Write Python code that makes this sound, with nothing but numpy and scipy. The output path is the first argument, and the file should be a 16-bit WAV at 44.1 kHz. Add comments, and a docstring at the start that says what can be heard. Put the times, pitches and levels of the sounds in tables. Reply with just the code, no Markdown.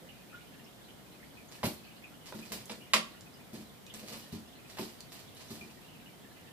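"""Kitten at play in a bedroom

A small carpeted room, on a stereo microphone. Close by and a little to the right, a kitten chases a toy
on a string: paws thud on the floor, claws and fur scuff the pile, and the swinging toy clacks against
furniture, once hard on the hollow plastic case of a leaning keyboard, which bumps down on the floor.
Farther off, bubbles trickle faintly, as from a tank filter, over a low room hum."""
import sys
import numpy as np
from scipy import signal
from scipy.fft import rfft, irfft, next_fast_len
from scipy.io import wavfile
from scipy.ndimage import uniform_filter1d

SR = 44100
rng = np.random.default_rng(int(sys.argv[2]) if len(sys.argv) > 2 else 0)


def output_pcm(signal):
    """Save a mono or channel-first signal as 16-bit PCM at the path in sys.argv[1].

    Samples are clipped to [-1, 1] before scaling.
    """
    pcm = np.clip(np.atleast_2d(signal).T, -1, 1) * 32767
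    wavfile.write(sys.argv[1], SR, np.round(pcm).astype(np.int16))


N = 287776
T = np.arange(N) / SR
SHORT_T = T[:SR // 2]  # half a second, for one event or one room response


def undb(db):
    """Decibels to gain."""
    return 10 ** (np.asarray(db) / 20)


def unit(x):
    """Scale to rms 1."""
    return x / np.sqrt(np.mean(x ** 2))


def unit_energy(x):
    """Scale a short sound to the energy of 10 ms at rms 1."""
    return x / np.sqrt(np.sum(x ** 2) / (SR / 100))


def add(track, start_s, x):
    """Mix x into the track from start_s on."""
    i = max(int(start_s * SR), 0)
    track[..., i:i + x.shape[-1]] += x[..., :N - i]


def shape(x, gain):
    """Filter by a gain that is a function of frequency."""
    size = next_fast_len(2 * x.shape[-1])
    hz = np.maximum(np.fft.rfftfreq(size, 1 / SR), 1)
    return irfft(rfft(x, size) * gain(hz), size)[..., :x.shape[-1]]


def colour(x, points):
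    """Minimum-phase filter through points of f/Hz, gain/dB."""
    point_hz, point_db = np.transpose(points)
    hz = np.maximum(np.fft.rfftfreq(2048, 1 / SR), 1)
    gain = undb(np.interp(np.log(hz), np.log(point_hz), point_db))
    cepstrum = irfft(np.log(gain))
    half = len(cepstrum) // 2
    cepstrum[1:half] *= 2  # folding onto positive time makes the filter causal
    cepstrum[half + 1:] = 0
    impulse = irfft(np.exp(rfft(cepstrum)))
    return np.apply_along_axis(signal.fftconvolve, -1, x, impulse)[..., :x.shape[-1]]


def ring(modes):
    """Decaying tones, all struck together, from rows of f/Hz, level/dB, t60/s."""
    return sum(undb(db - 60 * SHORT_T / t60) * np.cos(2 * np.pi * hz * SHORT_T) for hz, db, t60 in modes)


def diffuse(size, apart_hz, bass_side):
    """Stereo noise, alike in the bass and unrelated well above apart_hz."""
    def side_share(hz):
        return np.clip(bass_side + (1 - bass_side) * hz ** 2 / (hz ** 2 + apart_hz ** 2), 0, 1) / 2

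    mid, side = rng.standard_normal((2, size))
    mid = shape(mid, lambda hz: np.sqrt(1 - side_share(hz)))
    side = shape(side, lambda hz: np.sqrt(side_share(hz)))
    return np.array([mid + side, mid - side])


def room_tone(noise_db=-55):
    """Ventilation rumble, microphone hiss and a few faint machine tones."""
    # spectrum of the still room: f/Hz, relative level/dB
    spectrum = [(15, -78), (25, -47), (44, -16.5), (141, -2.5), (240, -3.5), (331, -8.5), (468, -11),
                (796, -14), (910, -14), (1190, -15), (2080, -18), (2780, -22.5), (3010, -18), (6520, -27.5),
                (14500, -23.5)]
    # steady machine tones: f/Hz, level/dB
    tones = [(60, -79.5), (97, -80.5), (715, -79), (2105, -83), (14002, -82)]
    noise = unit(colour(diffuse(N, apart_hz=780, bass_side=0.61), spectrum))
    hum = sum(undb(db) * np.sqrt(2) * np.sin(2 * np.pi * (hz * T + rng.random())) for hz, db in tones)
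    return undb(noise_db) * noise + hum


def floor_thuds(gain_db=-4, second_db=-5, soft_s=0.004, hard_s=0.0028, range_db=31, detune=0.017):
    """Paws land, and once the struck keyboard bumps down: boards ring, with a deep thump or a knock."""
    # thuds of two contacts each (for the kitten, fore then hind paws):
    # t/s, level/dB, hardness (0 thump, 1 knock), second contact's delay/s, knock pitch ratio
    thuds = [(0.02, -48, 0.95, 0.0119, 1.103), (1.634, -32.5, 0.95, 0.03, 1.178),
             (1.642, -28.5, 0.035, 0.025, 1), (2.347, -35.5, 0.59, 0.037, 1.02),
             (2.507, -40, 0.61, 0.042, 0.99), (2.701, -38.5, 0.85, 0.074, 1),
             (2.944, -32, 0.88, 0.028, 1.1), (3.531, -34.5, 0.65, .052, 0.89),
             (3.94, -44.5, 0.69, 0.028, 0.89), (4.027, -40.5, 0.81, .02, 1.03), (4.107, -40, 0.85, .05, 1),
             (4.327, -34.5, 0.09, 0.01214, 1.33), (4.794, -32.5, 1, .026, 0.738),
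             (5.505, -35, 0.26, 0.11, .8)]
    # ring of the floorboards: f/Hz, level/dB, t60/s
    board_modes = [(196.4, -1, 0.043), (220.7, 0, 0.13), (258, -5, 0.09), (299.6, -0.5, 0.073),
                   (361, -4.5, 0.081)]
    # the whole floor giving under the weight: f/Hz, level/dB, t60/s
    joist_modes = [(95.5, -21, 0.15), (171.6, 3.5, 0.026)]
    # knock of a hard contact: f/Hz, level/dB, t60/s
    knock_modes = [(427, -11.5, 0.038), (399.4, -5, 0.065), (474, 13, 0.029), (571, -6.5, 0.1),
                   (667, -1, 0.035)]
    out = np.zeros(N)
    soft_onset = (1 - np.exp(-SHORT_T / soft_s)) ** 2
    hard_onset = (1 - np.exp(-SHORT_T / hard_s)) ** 2
    thump = unit_energy(ring(joist_modes) * soft_onset)
    floor_spots = 2 * rng.random((len(thuds), 2)) - 1
    for (start_s, db, hardness, second_s, knock_pitch), spots in zip(thuds, floor_spots):
        thump_gain = undb(2 - range_db * hardness)
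        knock_gain = undb(1 - range_db * (1 - hardness))
        for delay_s, contact_db, spot in zip((0, second_s), (0, second_db), spots):
            retune = np.array([1 + detune * spot, 1, 1])  # each spot on the floor has its own pitch
            boards = unit_energy(ring(board_modes * retune) * soft_onset)
            knock = unit_energy(ring(knock_modes * retune * [knock_pitch, 1, 1]) * hard_onset)
            # a lighter contact loses thump and knock faster than the ring of the boards
            contact = boards + undb(contact_db) * (thump_gain * thump + knock_gain * knock)
            add(out, start_s + delay_s, undb(db + gain_db + contact_db) * contact)
    # a small patch of floor radiates no deep bass
    return shape(out, lambda hz: 1 / np.sqrt(1 + (72 / hz) ** 10))


def trickle(count=300, small_db=-67, spread_db=4, middle_hz=2800, spread_octaves=0.364,
            decay_cycles=9, glide=0.025, swell_s=0.0064, wobble=0.059):
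    """Bubbles ring for some cycles, wobble and rise in pitch; many small ones lie under the clear ones."""
    # the clearest bubbles: t/s, f/Hz, level/dB
    clear_bubbles = [(0.086, 2930, -55), (0.325, 1406, -48), (1.225, 2120, -57), (1.367, 2520, -58.5),
                     (2.036, 2510, -52.5), (2.421, 2530, -54.5), (2.816, 2790, -58), (3.895, 3220, -53),
                     (5.608, 2400, -51), (6.057, 2940, -58.5)]
    out, t = np.zeros(N), T[:SR // 10]
    starts = rng.random(count) * T[-1]
    pitch_scatter, level_scatter = rng.standard_normal((count, 2)).T
    pitches = middle_hz * 2 ** (spread_octaves * pitch_scatter)
    levels = small_db + spread_db * np.minimum(level_scatter, 1)
    small_bubbles = list(zip(starts, pitches, levels))
    for start_s, hz, db in clear_bubbles + small_bubbles:
        age = hz * t / decay_cycles
        waver = wobble * unit(uniform_filter1d(rng.standard_normal(len(t)), size=60))
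        rise = glide * (np.minimum(age, 3) - 1)
        phase = 2 * np.pi * np.cumsum(hz * (1 + waver + rise)) / SR
        envelope = np.exp(-age) * (1 - np.exp(-t / swell_s))
        add(out, start_s, undb(db) * unit_energy(np.sin(phase) * envelope))
    return out


def scuffs(fibres_per_s=1200, grain_db=6.5, rise_share=0.033,
           sheen_hz=11000, sheen_db=5, sheen_slope=0.69):
    """Fibres snap free one after another in a spray of uneven clicks; louder strokes have more sheen."""
    # claws and fur dragged over carpet and cloth: t/s, level/dB, fade time/s
    strokes = [(1.511, -52, 0.076), (1.636, -38, 0.041), (2.256, -50.5, 0.055), (2.334, -52.5, 0.26),
               (2.519, -41.5, 0.028), (2.70, -53.5, 0.053), (3.524, -50.5, 0.062), (3.934, -49, 0.13),
               (4.073, -48, 0.026), (4.119, -48, 0.075), (4.321, -51, .034), (4.675, -51, 0.082),
               (4.769, -47.5, 0.087), (5.118, -49, 0.08), (5.36, -56, 0.32), (5.504, -47.5, 0.052)]
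    # spectrum of the snapping fibres: f/Hz, relative level/dB
    spectrum = [(200, -3), (600, 5), (1500, 2), (3000, 4), (4800, 5), (6300, -1.5), (10000, -2.5),
                (14500, -13)]
    drag_envelope, sheen_envelope = np.zeros((2, N))
    loudest_db = max(db for _, db, _ in strokes)
    for start_s, db, fade_s in strokes:
        rise_s = rise_share * fade_s
        fade = np.exp(-np.maximum(SHORT_T - rise_s, 0) / fade_s)
        stroke = undb(db) * np.minimum(SHORT_T / rise_s, 1) * fade
        add(drag_envelope, start_s, stroke)
        add(sheen_envelope, start_s, stroke * undb(sheen_db + sheen_slope * (db - loudest_db)))
    sizes = undb(grain_db * np.minimum(rng.exponential(size=N), 4))
    snaps = (rng.random(N) < fibres_per_s / SR) * sizes * rng.choice([-1, 1], N)
    drag = unit(colour(snaps, spectrum))
    # shifted by a second, so the sheen's clicks fall apart from the drag's
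    sheen = unit(shape(np.roll(snaps, SR), lambda hz: 1 / np.sqrt(1 + (sheen_hz / hz) ** 6)))
    return drag_envelope * drag + sheen_envelope * sheen


def clacks(crack_s=0.0033, contact_s=0.0022, ring_db=2.5,
           contacts=3, first_gap_s=0.0037, gap_ratio=0.83, bounce_db=-2):
    """Each clack is a few quickening bounces, a crack plus a plastic ring; softer clacks ring less."""
    # clacks of the toy, with one quick echo just after the hardest: t/s, level/dB, treble tilt/dB
    toy_clacks = [(1.6317, -33, -14.5), (1.654, -37, 10), (2.696, -41, -7), (2.712, -46.5, 13),
                  (2.9351, -17.5, 8.5), (2.962, -30, 1), (4.771, -47, -11), (4.785, -40, -7),
                  (4.797, -49.5, -10)]
    # ring of hollow plastic: f/Hz, level/dB, t60/s
    case_modes = [(1085, 6.5, 0.025), (1133, 10, 0.078), (1276, 13, 0.021), (1375, 7.5, 0.027),
                  (1980, -12, 0.06), (2130, -4, 0.051), (2880, -9, 0.0061), (3370, 5.5, 0.016),
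                  (4000, 2, 0.0093), (4600, 13.5, 0.0093)]
    # crack of a plastic contact: f/Hz, relative level/dB
    crack_spectrum = [(100, -54), (220, -8), (400, -11), (600, 1.5), (900, 2), (1600, 0.5), (2500, 1.5),
                      (3500, 1), (5000, -3), (6300, -9.5), (11000, -12), (15000, -24)]
    out = np.zeros(N)
    case = unit_energy(ring(case_modes) * (1 - np.exp(-SHORT_T / contact_s)))
    hardest_db = max(db for _, db, _ in toy_clacks)
    for start_s, db, treble_db in toy_clacks:
        ring_gain = undb(ring_db + db - hardest_db)
        for bounce in range(contacts):
            burst = rng.standard_normal(len(SHORT_T)) * np.exp(-SHORT_T / crack_s)
            crack = unit_energy(colour(burst, crack_spectrum))
            clack = colour(crack + ring_gain * case, [(500, 0), (8000, treble_db)])
            add(out, start_s, undb(db + bounce * bounce_db) * unit_energy(clack))
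            start_s += first_gap_s * gap_ratio ** bounce
    return out


def ticks(snap_s=0.0014, half_width_octaves=0.88):
    """Tiny snaps of claw, string or wand, and one dull handling click close to the microphone."""
    # the handling click, then the snaps: t/s, level/dB, centre f/Hz
    clicks = [(2.324, -42.5, 640), (2.6568, -50.5, 12100), (3.209, -54, 4400), (3.866, -54, 4070),
              (3.940, -49.5, 8300), (5.006, -48.5, 4340), (5.349, -55.5, 11200)]
    out = np.zeros(N)
    edge = 2 ** half_width_octaves
    for start_s, db, hz in clicks:
        burst = rng.standard_normal(len(SHORT_T)) * np.exp(-SHORT_T / snap_s)
        band = [(hz / edge ** 4, -30), (hz / edge, -6), (hz, 0), (hz * edge, -6), (hz * edge ** 4, -40)]
        add(out, start_s, undb(db) * unit_energy(colour(burst, band)))
    return out


def bedroom(early_t60=0.19, late_t60=0.41, late_db=-11, treble_hz=7500, onset_s=0.00094):
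    """Room response: quick reflections off close furniture, then a duller tail."""
    early = diffuse(len(SHORT_T), apart_hz=620, bass_side=0.015) * undb(-60 * SHORT_T / early_t60)
    late = diffuse(len(SHORT_T), apart_hz=596, bass_side=0.085) * undb(-60 * SHORT_T / late_t60)
    late = shape(late, lambda hz: 1 / np.sqrt(1 + (hz / treble_hz) ** 2))
    echoes = (early + undb(late_db) * late) * np.minimum(SHORT_T / onset_s, 1) ** 2
    return unit(echoes) / np.sqrt(len(SHORT_T))


def at_microphone(x, room, wet_db, lag_s=0):
    """Direct sound, reaching the left port lag_s late, plus its reflections, at constant total power."""
    direct = np.array([np.interp(T - lag_s, T, x), x])
    echoes = signal.fftconvolve(x[None], room, axes=1)[:, :N]
    return (direct + undb(wet_db) * echoes) / np.sqrt(1 + undb(wet_db) ** 2)


def scene():
    """The kitten plays close by, a little to the right; the far water arrives mostly as reflections."""
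    room = bedroom()
    play = at_microphone(floor_thuds(), room, wet_db=0)
    play += undb(-1.5) * at_microphone(clacks(), room, wet_db=0, lag_s=70e-6)
    play += at_microphone(scuffs(), room, wet_db=4.5, lag_s=70e-6)
    play += at_microphone(ticks(), room, wet_db=-0.5, lag_s=20e-6)
    water = undb(4) * at_microphone(trickle(), room, wet_db=18)
    return play + water + room_tone()


def record(dry):
    """Each microphone port colours the sound in its own way; the top is cut steeply at 14.8 kHz."""
    # port responses: f/Hz, gain/dB
    left = [(200, 3.0), (700, 2.5), (1150, -0.5), (2200, 0.4), (4600, -0.5), (7000, 2.5), (14000, -1.0)]
    right = [(200, 1.5), (700, 3.85), (1150, -0.24), (2200, 0.85),
             (4600, 3.5), (7000, 3.5), (14000, -0.4)]
    ports = np.array([colour(dry[0], left), colour(dry[1], right)])
    top_cut = signal.ellip(10, 0.2, 70, 14800, fs=SR, output="sos")
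    return signal.sosfilt(top_cut, ports)


dry = scene()
out = record(dry)
output_pcm(out)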